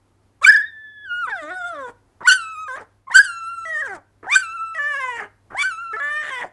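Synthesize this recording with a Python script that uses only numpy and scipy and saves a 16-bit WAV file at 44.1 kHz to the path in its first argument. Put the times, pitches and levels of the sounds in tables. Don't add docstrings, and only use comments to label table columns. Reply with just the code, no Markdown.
import sys
import numpy as np
from scipy import signal
from scipy.fft import rfft, irfft
from scipy.io import wavfile
from scipy.ndimage import uniform_filter1d

SR = 44100
rng = np.random.default_rng(int(sys.argv[2]) if len(sys.argv) > 2 else 0)


def voltage_ratio(decibels):
    exponent = np.asarray(decibels, float) / 20
    return 10 ** exponent


def to_wav(s):
    ch = np.atleast_2d(s).T
    pcm = np.round(np.clip(ch, -1, 1) * 32767)
    wavfile.write(sys.argv[1], SR, pcm.astype(np.int16))


N = 287532


def unit(x):
    return x / np.sqrt(np.mean(x ** 2))


def at(table, hz):
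    table_hz, db = np.transpose(table)
    return np.interp(np.log(hz), np.log(table_hz), db)


def noise(table):
    hz = np.maximum(np.arange(N // 2 + 1) * SR / N, 1)
    return unit(irfft(rfft(rng.standard_normal(N)) * voltage_ratio(at(table, hz)), N))


def wobble(hz):
    lowpass = signal.butter(2, hz, fs=SR, output="sos")
    return unit(signal.sosfilt(lowpass, rng.standard_normal(N)))


# frequency in Hz, density in dB per Hz.
AIR_COLOUR = [(12, -47.5), (20, -29), (36, -11.5), (102, -13), (129, -19.5), (174, -22.5), (273, -18.5),
              (296, -19.5), (386, -20), (441, -26), (883, -26), (3090, -41.5), (11700, -46), (15300, -78),
              (22000, -120)]


def air():
    level_db, swell_db, swell_hz = -62.5, 1.7, 2.2
    return voltage_ratio(level_db + swell_db * wobble(swell_hz)) * noise(AIR_COLOUR)


# frequency in Hz, middle rms level in dB.
HUM_TONES = [(100.2, -65)]


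def mains_hum():
    t = np.arange(N) / SR
    waver_db, waver_hz = 0.59, 3
    hum = 0
    for hz, db in HUM_TONES:
        level = np.sqrt(2) * voltage_ratio(db + waver_db * wobble(waver_hz))
        hum = hum + level * np.sin(2 * np.pi * hz * t)
    return hum


def room(x):
    level_db, t60_s, top_hz, fade_in_s = -22, 0.33, 3220, 0.0028
    t = np.arange(int(.6 * SR)) / SR
    tail = rng.standard_normal(len(t)) * np.exp(-np.log(1000) * t / t60_s)
    tail *= np.clip(t / fade_in_s, 0, 1)
    tail = signal.sosfilt(signal.butter(1, top_hz, fs=SR, output="sos"), tail)
    return voltage_ratio(level_db) * signal.fftconvolve(x, tail / np.linalg.norm(tail))[:N]


# centre in Hz, width in Hz, share taken out from 0 to 1.
NOSE_BANDS = [(2680, 350, .7), (3950, 600, .75)]


def nose(x):
    for hz, width_hz, share in NOSE_BANDS:
        x = x - share * signal.lfilter(*signal.iirpeak(hz, hz / width_hz, fs=SR), x)
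    return x


# frequency in Hz, density in dB per Hz.
BREATH_COLOUR = [(530, -41), (900, -25.5), (1190, -3.5), (1340, -2), (1810, -2.5), (2100, -38.5),
                 (2470, -31), (2720, -20), (3000, -21), (3720, -29), (4050, -34), (6640, -32),
                 (7640, -31.5), (9680, -32), (11700, -55.5), (15300, -75), (22000, -120)]


def breath_hiss(phase):
    puff_depth, crackle_db, crackle_hz = 0.13, 1, 50
    puffs = noise(BREATH_COLOUR) * (1 + puff_depth * np.cos(phase))
    puffs *= voltage_ratio(crackle_db * wobble(crackle_hz))
    highpass = signal.butter(4, 2400, "high", fs=SR, output="sos")
    return unit(nose(signal.sosfilt(highpass, puffs)))


# frequency in Hz, level in dB.
HEAD_PARTIALS = [(2300, -20), (3500, -0.5), (4050, 2.5), (4300, -6.5), (4600, -5), (5300, -2.5),
                 (7000, -10.5)]


def head(rows):
    s, hz, first, second, treble = np.transpose(rows)
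    third = treble + at(HEAD_PARTIALS, 3 * hz)
    fourth = treble + at(HEAD_PARTIALS, 4 * hz) - 6
    silent = [0 * s - 120] * 3
    return np.array([s, hz, first, second, third, fourth, *silent, treble])


def chest(rows, shape, ring=(3000, 500, -10)):
    first_db, throat_hz, throat_db, mouth_width_hz, fall_db = shape
    ring_hz, ring_width_hz, ring_db = ring
    rows = np.transpose(rows)
    s = np.arange(rows[0, 0], rows[0, -1], .002)
    hz, db, mouth_hz, treble = (np.interp(s, rows[0], column) for column in rows[1:])

    def peak(f, centre, width):
        return 1 / (1 + (2 * (f - centre) / width) ** 2)

    f = hz * np.array([[2], [3], [4]])
    power = peak(f, mouth_hz, mouth_width_hz) + voltage_ratio(2 * throat_db) * peak(f, throat_hz, 100)
    power = power * voltage_ratio(-2 * fall_db * np.log2(np.maximum(f / mouth_hz, 1)))
    power = voltage_ratio(2 * db) * power / power.sum(axis=0)
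    power = np.vstack([power, np.zeros((3, len(s)))])
    f = hz * np.arange(2, 8)[:, None]
    power = power + voltage_ratio(2 * (treble + ring_db)) * peak(f, ring_hz, ring_width_hz) ** 2
    fade = np.clip(db - db.max() + 14, -30, 0)
    return np.array([s, hz, first_db + fade, *(10 * np.log10(power)), treble])


# start in seconds, length in seconds, pitch in Hz, level at the end in dB,
# mouth resonance in Hz.
CREAK_STARTS = [(2.206, .025, 340, -35.5, 1130), (4.229, .034, 383, -38, 1100),
                (5.503, .04, 393, -35.5, 1217)]
# first partial in dB, throat resonance in Hz, its dB against the mouth's, mouth width in Hz,
# fall above the mouth in dB per octave (below zero it rises).
CREAK_RESONANCES = (-44, 758, -16, 395.5, -12)


def creaks():
    swell_db, treble_db = 5.5, -31
    roughness, breath_db = .8, 0
    stretches = []
    for start, length, hz, db, mouth_hz in CREAK_STARTS:
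        rows = [(start, hz, db - swell_db, mouth_hz, db + treble_db),
                (start + length, hz, db, mouth_hz, db + treble_db)]
        stretches.append((chest(rows, CREAK_RESONANCES), roughness, breath_db))
    return stretches


# time in seconds, pitch in Hz, first partial in dB,
# second partial in dB, treble in dB.
RUNUP_NOTES = [
    [(0.414, 1161, -43.5, -58.5, -60), (0.42, 1058, -28.5, -58.5, -63), (0.424, 1110, -29.5, -65, -51),
     (0.434, 1347, -27.5, -36.5, -40), (0.438, 1315, -16.5, -40, -46)],
    [(0.443, 1181, -25.5, -18.5, -28.5), (0.451, 1132, -30.5, 1.5, -28.5), (0.459, 1243, -22, -22, -37.5)],
    [(2.238, 931.5, -38, -52, -71.5), (2.254, 952.2, -29.5, -26.5, -49), (2.262, 1024, -25.5, -27.5, -46.5),
     (2.27, 1209, -25, -31, -39)],
    [(3.07, 1073, -44.5, -62, -89.5), (3.076, 1050, -39.5, -54.5, -77), (3.084, 1082, -29, -57, -83.5),
     (3.095, 1061, -52, -76.5, -67.5)],
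    [(3.101, 1057, -29, -55.5, -69.5), (3.109, 897, -38, -37, -66.5), (3.117, 901.3, -31, -29, -44.5),
     (3.131, 1053, -28.5, -28.5, -43), (3.137, 1101, -32.5, -43, -44.5)],
    [(4.275, 751, -32.5, -32.5, -60), (4.283, 770.4, -32.5, -35, -62), (4.303, 1008, -32.5, -27.5, -46.5),
     (4.329, 1195, -29, -15.5, -27.5), (4.343, 1192, -23.5, -16, -28), (4.351, 1232, -25.5, -23, -22)],
    [(5.551, 758.2, -28, -36, -59), (5.561, 812.6, -32.5, -34, -61), (5.573, 988.5, -32, -33, -47),
     (5.595, 1122, -28, -20, -35.5), (5.613, 1165, -35.5, -17, -30), (5.628, 1155, -26, -22, -23.5)],
]


def runups():
    return [(head(rows), .008, -.6) for rows in RUNUP_NOTES]


# time in seconds, pitch in Hz, first partial in dB, second partial in dB, treble in dB.
HIGH_NOTES = [[(0.464, 1475, -9.5, -23, -26), (0.478, 1532, -7, -25.5, -24), (0.488, 1646, -2, -46, -29),
              (0.496, 1698, -2, -46, -22.5), (0.506, 1750, -5, -36, -35), (0.518, 1573, -15.5, -68, -41.5),
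              (0.524, 1615, -11.5, -48, -28), (0.532, 1702, -14, -55, -40), (0.54, 1800, -17.5, -39, -31),
              (0.546, 1805, -12.5, -37, -41), (0.556, 1700, -11, -64, -46), (0.564, 1610, -13, -48, -27),
              (0.582, 1746, -16, -45, -53), (0.608, 1650, -16.5, -57, -48), (0.63, 1864, -31.5, -48, -61),
              (0.642, 1707, -27.5, -55, -65), (0.668, 1865, -35.5, -46, -75),
              (0.682, 1844, -40.5, -47, -95), (0.7, 1810, -41, -53, -76)] + [(0.72, 1775, -45, -63, -79),
              (0.77, 1750, -40, -62, -96), (0.794, 1752, -41, -65.5, -87), (0.886, 1726, -38.5, -56.5, -91),
              (0.934, 1727, -44, -61, -82), (0.994, 1705, -42, -57.5, -90), (1.05, 1704, -38.5, -52, -79),
              (1.058, 1600, -36, -60, -69), (1.09, 1466, -35.5, -50, -66),
              (1.116, 1423, -23.5, -35.5, -59.5), (1.208, 1452, -26, -42, -57),
              (1.238, 1353, -21, -47, -59), (1.268, 1148, -31.5, -45, -57)],
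              [(2.275, 1462, -9.5, -31.5, -24.5), (2.289, 1506, -7, -23.5, -16),
              (2.301, 1387, -13.5, -13, -19), (2.311, 1523, -9, -21.5, -19), (2.323, 1511, -10, -15, -15.5),
              (2.333, 1518, -15, -48.5, -18.5), (2.341, 1536, -17.5, -28, -25.5),
              (2.367, 1516, -23.5, -43, -32), (2.383, 1398, -29.5, -38, -48),
              (2.4, 1382, -28.5, -39, -50)] + [(2.42, 1321, -30.5, -41, -48),
              (2.448, 1308, -35, -43, -52.5), (2.462, 1306, -32.5, -39.5, -57), (2.54, 1301, -33, -41, -60),
              (2.564, 1228, -35, -44, -57.5), (2.602, 1272, -30.5, -43.5, -59),
              (2.634, 1279, -32.5, -53, -58), (2.66, 1247, -36, -46, -68), (2.677, 1220, -31.5, -49, -61)],
              [(3.143, 1410, -23, -35, -31), (3.149, 1446, -13, -24.5, -25.5),
              (3.161, 1548, -2.5, -17.5, -20.5), (3.177, 1558, -5, -26, -15.5),
              (3.185, 1472, -12.5, -41.5, -19.5), (3.191, 1568, -4.5, -32.5, -21),
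              (3.197, 1633, -4.5, -57.5, -30), (3.201, 1664, -6, -48, -32.5),
              (3.213, 1664, -12, -61, -34.5), (3.235, 1565, -42, -58, -35.5), (3.239, 1604, -24, -68, -35),
              (3.243, 1626, -19, -56, -33.5), (3.257, 1554, -27.5, -38, -35.5),
              (3.281, 1422, -31.5, -40.5, -43),
              (3.3, 1398, -26, -41, -47.5)] + [(3.32, 1368, -32.5, -45, -51.5),
              (3.412, 1343, -33.5, -46, -55.5), (3.47, 1340, -30, -48, -56), (3.502, 1379, -30, -47, -56),
              (3.526, 1368, -29, -44.5, -63), (3.548, 1377, -30, -52, -59.5),
              (3.568, 1351, -36, -47, -62.5), (3.584, 1346, -30.5, -57, -60),
              (3.65, 1338, -33.5, -49, -58)], [(4.356, 1483, -14, -34, -23.5),
              (4.362, 1547, -4, -34.5, -25.5), (4.372, 1542, -12.5, -36, -29.5),
              (4.386, 1524, -33, -53, -36.5), (4.408, 1543, -23, -60, -33.5),
              (4.418, 1522, -24.5, -56, -45), (4.432, 1385, -30, -40, -47.5),
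              (4.474, 1307, -33.5, -40, -57), (4.524, 1333, -34, -40, -57.5),
              (4.558, 1379, -27.5, -52, -65), (4.58, 1306, -34, -41, -61.5), (4.624, 1338, -24.5, -51, -65),
              (4.662, 1330, -32, -45, -64), (4.724, 1322, -31.5, -53, -64.5), (4.745, 1322, -38, -39, -63)],
              [(5.634, 1473, -23, -37, -30), (5.642, 1458, -19, -39, -34.5), (5.656, 1543, -17.5, -52, -36),
              (5.69, 1520, -27, -45.5, -48.5), (5.722, 1330, -29, -43, -49.5),
              (5.758, 1299, -37, -46.5, -58), (5.802, 1363, -30, -43.5, -65), (5.832, 1401, -30, -58, -66),
              (5.848, 1360, -29.5, -47, -60.5), (5.904, 1349, -33, -50, -67.5),
              (5.927, 1314, -30, -55, -61)], [(5.97, 1326, -24.5, -51, -60), (5.984, 1334, -30, -64, -60),
              (5.996, 1347, -27, -72, -59)]]


def yelps_and_flip():
    return [(head(rows), .002, -1.5) for rows in HIGH_NOTES]


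# time in seconds, pitch in Hz, level in dB,
# mouth resonance in Hz, treble in dB.
CHEST_NOTES = [
    [(1.274, 515, -29, 1520, -58), (1.284, 497, -21.5, 1480, -55), (1.293, 473, -27, 1450, -56)],
    [(1.3, 926.5, -36, 1800, -52), (1.315, 880, -29.5, 1693, -58), (1.33, 818, -19.5, 1630, -63),
     (1.355, 760, -30.5, 1570, -56), (1.37, 714, -34.5, 1498, -54.5),
     (1.395, 660, -36, 1882, -56)] + [(1.42, 611.2, -36, 1576, -57), (1.432, 594, -33.5, 1530, -55.5),
     (1.46, 599, -35.5, 1500, -58.5), (1.492, 635, -34, 1610, -57), (1.512, 728, -28.5, 1570, -57.5),
     (1.54, 734, -35.5, 1494, -54), (1.58, 742, -31, 1480, -57), (1.628, 698, -31, 1410, -59),
     (1.646, 698, -25, 1364, -56), (1.672, 713, -28, 1420, -52.5), (1.706, 690, -30, 1365, -57.5),
     (1.72, 678, -34.5, 1403, -59.5), (1.762, 590.0, -34.5, 1470, -60), (1.818, 532.6, -33, 1552, -60),
     (1.866, 485, -33.5, 1518, -61.5), (1.9, 463, -39, 1470, -59)],
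    [(2.684, 531.2, -29.5, 1558, -54.5), (2.72, 504.7, -30, 1520, -54.5), (2.754, 534.2, -28, 1637, -53.5),
     (2.766, 622.6, -35.5, 1614, -52), (2.788, 617.4, -33.5, 1540, -63), (2.824, 432.0, -39.5, 1480, -61)],
    [(3.655, 655.4, -30.5, 1820, -53), (3.697, 644.5, -30.5, 1860, -54), (3.737, 628.4, -23, 1910, -54),
     (3.757, 612.2, -24, 1844, -50.5), (3.779, 599.9, -22.5, 1800, -49), (3.815, 633.7, -24.5, 1896, -46),
     (3.825, 561.9, -21.5, 1700, -59), (3.863, 528.3, -30.5, 1678, -52), (3.889, 413.8, -34, 1680, -59),
     (3.933, 375, -30.5, 1570, -58.5), (3.957, 323.3, -39.5, 1459, -52.5), (3.988, 279.7, -45.5, 1512, -75)],
    [(4.75, 647.8, -29, 1885, -52), (4.764, 645.2, -28.5, 1880, -56), (4.782, 642.3, -26, 1773, -53),
     (4.79, 578.7, -23, 1773, -58), (4.85, 581, -23.5, 1738, -53.5), (4.88, 592.8, -22.5, 1790, -55),
     (4.93, 577.8, -23.5, 1796, -53.5), (4.96, 540.5, -26, 1840, -49.5), (4.986, 572, -26, 1745, -53.5),
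     (5.01, 527.6, -25, 1820, -48), (5.108, 492.1, -25.5, 1960, -53.5), (5.128, 476.3, -31.5, 1819, -53),
     (5.18, 459, -30.5, 1860, -53.5), (5.194, 445.8, -27, 1890, -54.5), (5.214, 411, -31.5, 1850, -56),
     (5.224, 404, -27.5, 1823, -64.5), (5.236, 425.5, -34, 1800, -54.5), (5.264, 404.7, -42, 1897, -71)],
    [(5.934, 432.7, -30, 1730, -53), (5.94, 429.7, -18.5, 1757, -56), (5.961, 446, -31.5, 1750, -53)],
    [(6.003, 567, -24.5, 1705, -55), (6.015, 565.4, -23, 1663, -65), (6.029, 576.5, -23, 1683, -56),
     (6.179, 605.7, -23.5, 1910, -50.5), (6.219, 605.6, -26.5, 1780, -52), (6.229, 598.3, -29, 1810, -50),
     (6.299, 601.2, -29, 1780, -46.5), (6.311, 541.4, -29.5, 1860, -52), (6.341, 517.7, -26, 1983, -47),
     (6.387, 481.2, -30, 1914, -49.5), (6.415, 489.3, -29, 1920, -52), (6.431, 482, -33, 1858, -57.5),
     (6.447, 373.6, -28, 1910, -60), (6.47, 365.4, -43, 1884, -58.5)],
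]
# first partial in dB, throat resonance in Hz, its dB against the mouth's,
# mouth width in Hz, fall above the mouth in dB per octave.
CHEST_RESONANCES = [(-44.5, 1000, -8, 250, 10), (-35, 1020, 4, 130, 13.5), (-43, 1000, 1, 250, 16),
                    (-41.5, 745, -3, 150, 55), (-43, 955, -1.5, 233, 19.5), (-39.5, 900, -34, 180, 3),
                    (-44.5, 780, 6, 214, 16)]
# centre in Hz, width in Hz before squaring, dB against the treble.
CHEST_RINGS = [(3500, 500, 5), (3537, 277, 6.5), (3200, 512, -11), (3167, 320, -3.5), (2820, 323, 8),
               (3000, 500, -14), (3239, 464, 7.5)]
CHEST_BREATH = [-1, -1.5, -3.5, -4.5, -2.5, -2, -2.5]


def chest_stretches():
    stretches = []
    for rows, shape, ring, breath_db in zip(CHEST_NOTES, CHEST_RESONANCES, CHEST_RINGS, CHEST_BREATH):
        stretches.append((chest(rows, shape, ring), .001, breath_db))
    return stretches


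def pitch_and_levels(notes):
    release_s, waver_db, waver_hz = .012, 1, 26.2
    t = np.arange(N) / SR
    s, *columns = np.hstack(notes)
    track = np.array([np.interp(t, s, column) for column in columns])
    on = np.ones(N)
    on[:int(s[0] * SR)] = 0
    on *= np.exp(-np.maximum(t - s[-1], 0) / release_s)
    reach = int(.005 * SR)
    for last, first in zip(notes, notes[1:]):
        a, b = int(last[0, -1] * SR), int(first[0, 0] * SR)
        pause = b - a > 10 * reach
        if pause or abs(np.log(first[1, 0] / last[1, -1])) > .13:
            middle, dip = (a + b) // 2, reach // 5
            track[:, a:middle] = track[:, a:a + 1]
            track[:, middle:b] = track[:, b:b + 1]
            on[middle - dip:middle + dip] = .25
        if pause:
            on[a:b] = np.exp(-t[:b - a] / release_s)
    waver = np.array([k * waver_db * wobble(waver_hz) for k in (1, 2, 2, 2, 2, 2, 2, 1)])
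    gains = uniform_filter1d(voltage_ratio(track[1:] + waver) * on, size=110, axis=1)
    return track[0], gains[:-1], gains[-1]


# start in seconds, end in seconds.
WHISTLE_TIMES = [(.68, 1.268), (2.36, 2.68), (3.28, 3.652), (4.43, 4.747), (5.72, 5.93)]
# start in seconds, end in seconds, roughness from 0 to 1,
# swell time in seconds.
ROUGHER_TIMES = [(.44, .63, .003, .01), (1.268, 1.315, .02, .01), (1.87, 1.95, .3, .02),
                 (2.75, 2.87, .45, .02), (3.82, 3.94, .02, .01), (3.93, 4.03, .35, .035),
                 (3.096, 3.108, .6, .002), (4.747, 4.785, .015, .01), (5.15, 5.31, .3, .04),
                 (5.93, 6.0, .025, .02), (6.21, 6.31, .25, .025), (6.3, 6.4, .015, .01),
                 (6.37, 6.52, .25, .05)]
# start in seconds, end in seconds, depth from 0 to 1.
UNEVEN_TIMES = [(.41, .435, .3), (1.296, 1.315, .5), (1.42, 1.55, .5), (1.73, 1.83, .28), (2.76, 2.84, .2),
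                (3.82, 4.0, .12), (5.19, 5.28, .2), (5.965, 6.1, .2), (6.225, 6.305, .1), (6.4, 6.5, .2)]


def voice_quality(stretches):
    t = np.arange(N) / SR
    starts = [notes[0, 0] - .004 for notes, _, _ in stretches]
    which = np.maximum(np.searchsorted(starts, t) - 1, 0)
    rough, breath_db = np.array([quality for _, *quality in stretches])[which].T
    uneven = sum(depth * ((t > a) & (t < b)) for a, b, depth in UNEVEN_TIMES)
    for a, b in WHISTLE_TIMES:
        inside = (t > a) & (t < b)
        rough = np.where(inside, .0003, rough)
        breath_db = np.where(inside, -10, breath_db)
    for a, b, amount, swell_s in ROUGHER_TIMES:
        grown = np.clip((t - a) / swell_s, 0, 1) ** 2 * (t < b)
        rough = np.maximum(rough, amount * grown)
        breath_db = breath_db * (1 - grown / 2)
    rough, uneven, breath_db = uniform_filter1d([rough, uneven, breath_db], size=700, axis=1)
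    return np.clip(rough, 0, 1), np.clip(uneven, 0, 1), breath_db


# frequency in Hz, level in dB.
THROAT_COLOUR = [(1180, -13.5), (2000, -5.5), (2460, -25), (3100, -32), (3700, -25.5), (4040, -26),
                 (4420, -33), (4970, -28.5), (5680, -29.5), (6030, -27.5), (6590, -29.5), (7870, -24.5),
                 (8540, -32), (9400, -31), (11700, -44), (15300, -84), (22000, -120)]


def upper_partials(hz, phase, flutter, fourth):
    top_hz, skirt_db = 11530, 13.5
    shimmer_db, shimmer_hz = 9, 10
    orders = np.arange(5, 40)
    coarse_hz = hz[::64] * orders[:, None]
    shape = voltage_ratio(at(THROAT_COLOUR, coarse_hz)) * (coarse_hz < top_hz)
    shape /= np.sqrt(np.sum((shape * (coarse_hz > 4200)) ** 2, axis=0)) + 1e-9
    shimmer = [voltage_ratio(shimmer_db * np.tanh(wobble(shimmer_hz))) for _ in range(11)]
    upper = skirt = 0
    for k, row in zip(orders, shape):
        sine = np.sin(k * phase + k * k)
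        upper = upper + np.repeat(row, 64)[:N] * shimmer[k % 11] * flutter[k % 5] * sine
        skirt = skirt + fourth * voltage_ratio(-skirt_db * (k - 4)) * flutter[-k % 5] * (k * hz < top_hz) * sine
    return upper, skirt


def puppy():
    jitter, flutter_hz, tremble, tremble_hz = 0.079, 223.4, .003, 60
    smear_share, smear_hz = .2, 330
    stretches = creaks() + runups() + yelps_and_flip() + chest_stretches()
    stretches.sort(key=lambda stretch: stretch[0][0, 0])
    hz, low, treble = pitch_and_levels([notes for notes, _, _ in stretches])
    rough, uneven, breath_db = voice_quality(stretches)
    waver = jitter * np.sqrt(rough) * wobble(flutter_hz) + tremble * wobble(tremble_hz)
    phase = 2 * np.pi * np.cumsum(hz * (1 + waver)) / SR
    flutter = [np.sqrt(1 - rough) + np.sqrt(rough) * wobble(flutter_hz) for _ in range(5)]
    voice = sum(gain * flutter[k % 5] * np.sin(k * phase + k * k) for k, gain in enumerate(low, 1))
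    filled = sum(gain ** 2 * (k * hz > 4200) for k, gain in enumerate(low, 1))
    treble = np.sqrt(np.maximum(treble ** 2 - filled, treble ** 2 / 10))
    upper, skirt = upper_partials(hz, phase, flutter, low[3])
    breath = np.minimum(voltage_ratio(breath_db), 1)
    clinging = breath * np.sqrt(smear_share) * np.tanh(wobble(smear_hz))
    voice += nose(skirt + treble * upper * (np.sqrt(1 - breath ** 2) + clinging))
    voice *= (1 + uneven * np.sqrt(2) * np.cos(phase / 2)) / np.sqrt(1 + .5 * uneven)
    hiss = treble * breath * np.sqrt(1 - smear_share) * breath_hiss(phase)
    return np.sqrt(2) * voice + hiss


def scene():
    dog = puppy()
    return (dog + room(dog) + air() + mains_hum())[None]


def band_limit(x):
    return signal.sosfilt(signal.butter(12, 11890, fs=SR, output="sos"), x)


def record(dry):
    overload, top_hz = 0.0072, 11530
    thump_band = signal.butter(2, (20, 250), "band", fs=SR, output="sos")
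    loud = dry + overload * signal.sosfilt(thump_band, dry ** 2)
    rounded = loud / (1 + loud ** 8) ** (1 / 8)
    mix = signal.sosfilt(signal.ellip(8, .2, 60, top_hz, fs=SR, output="sos"), rounded)
    mix = np.clip(mix, -1, 1)
    return band_limit(mix)


dry = scene()
out = record(dry)
to_wav(out)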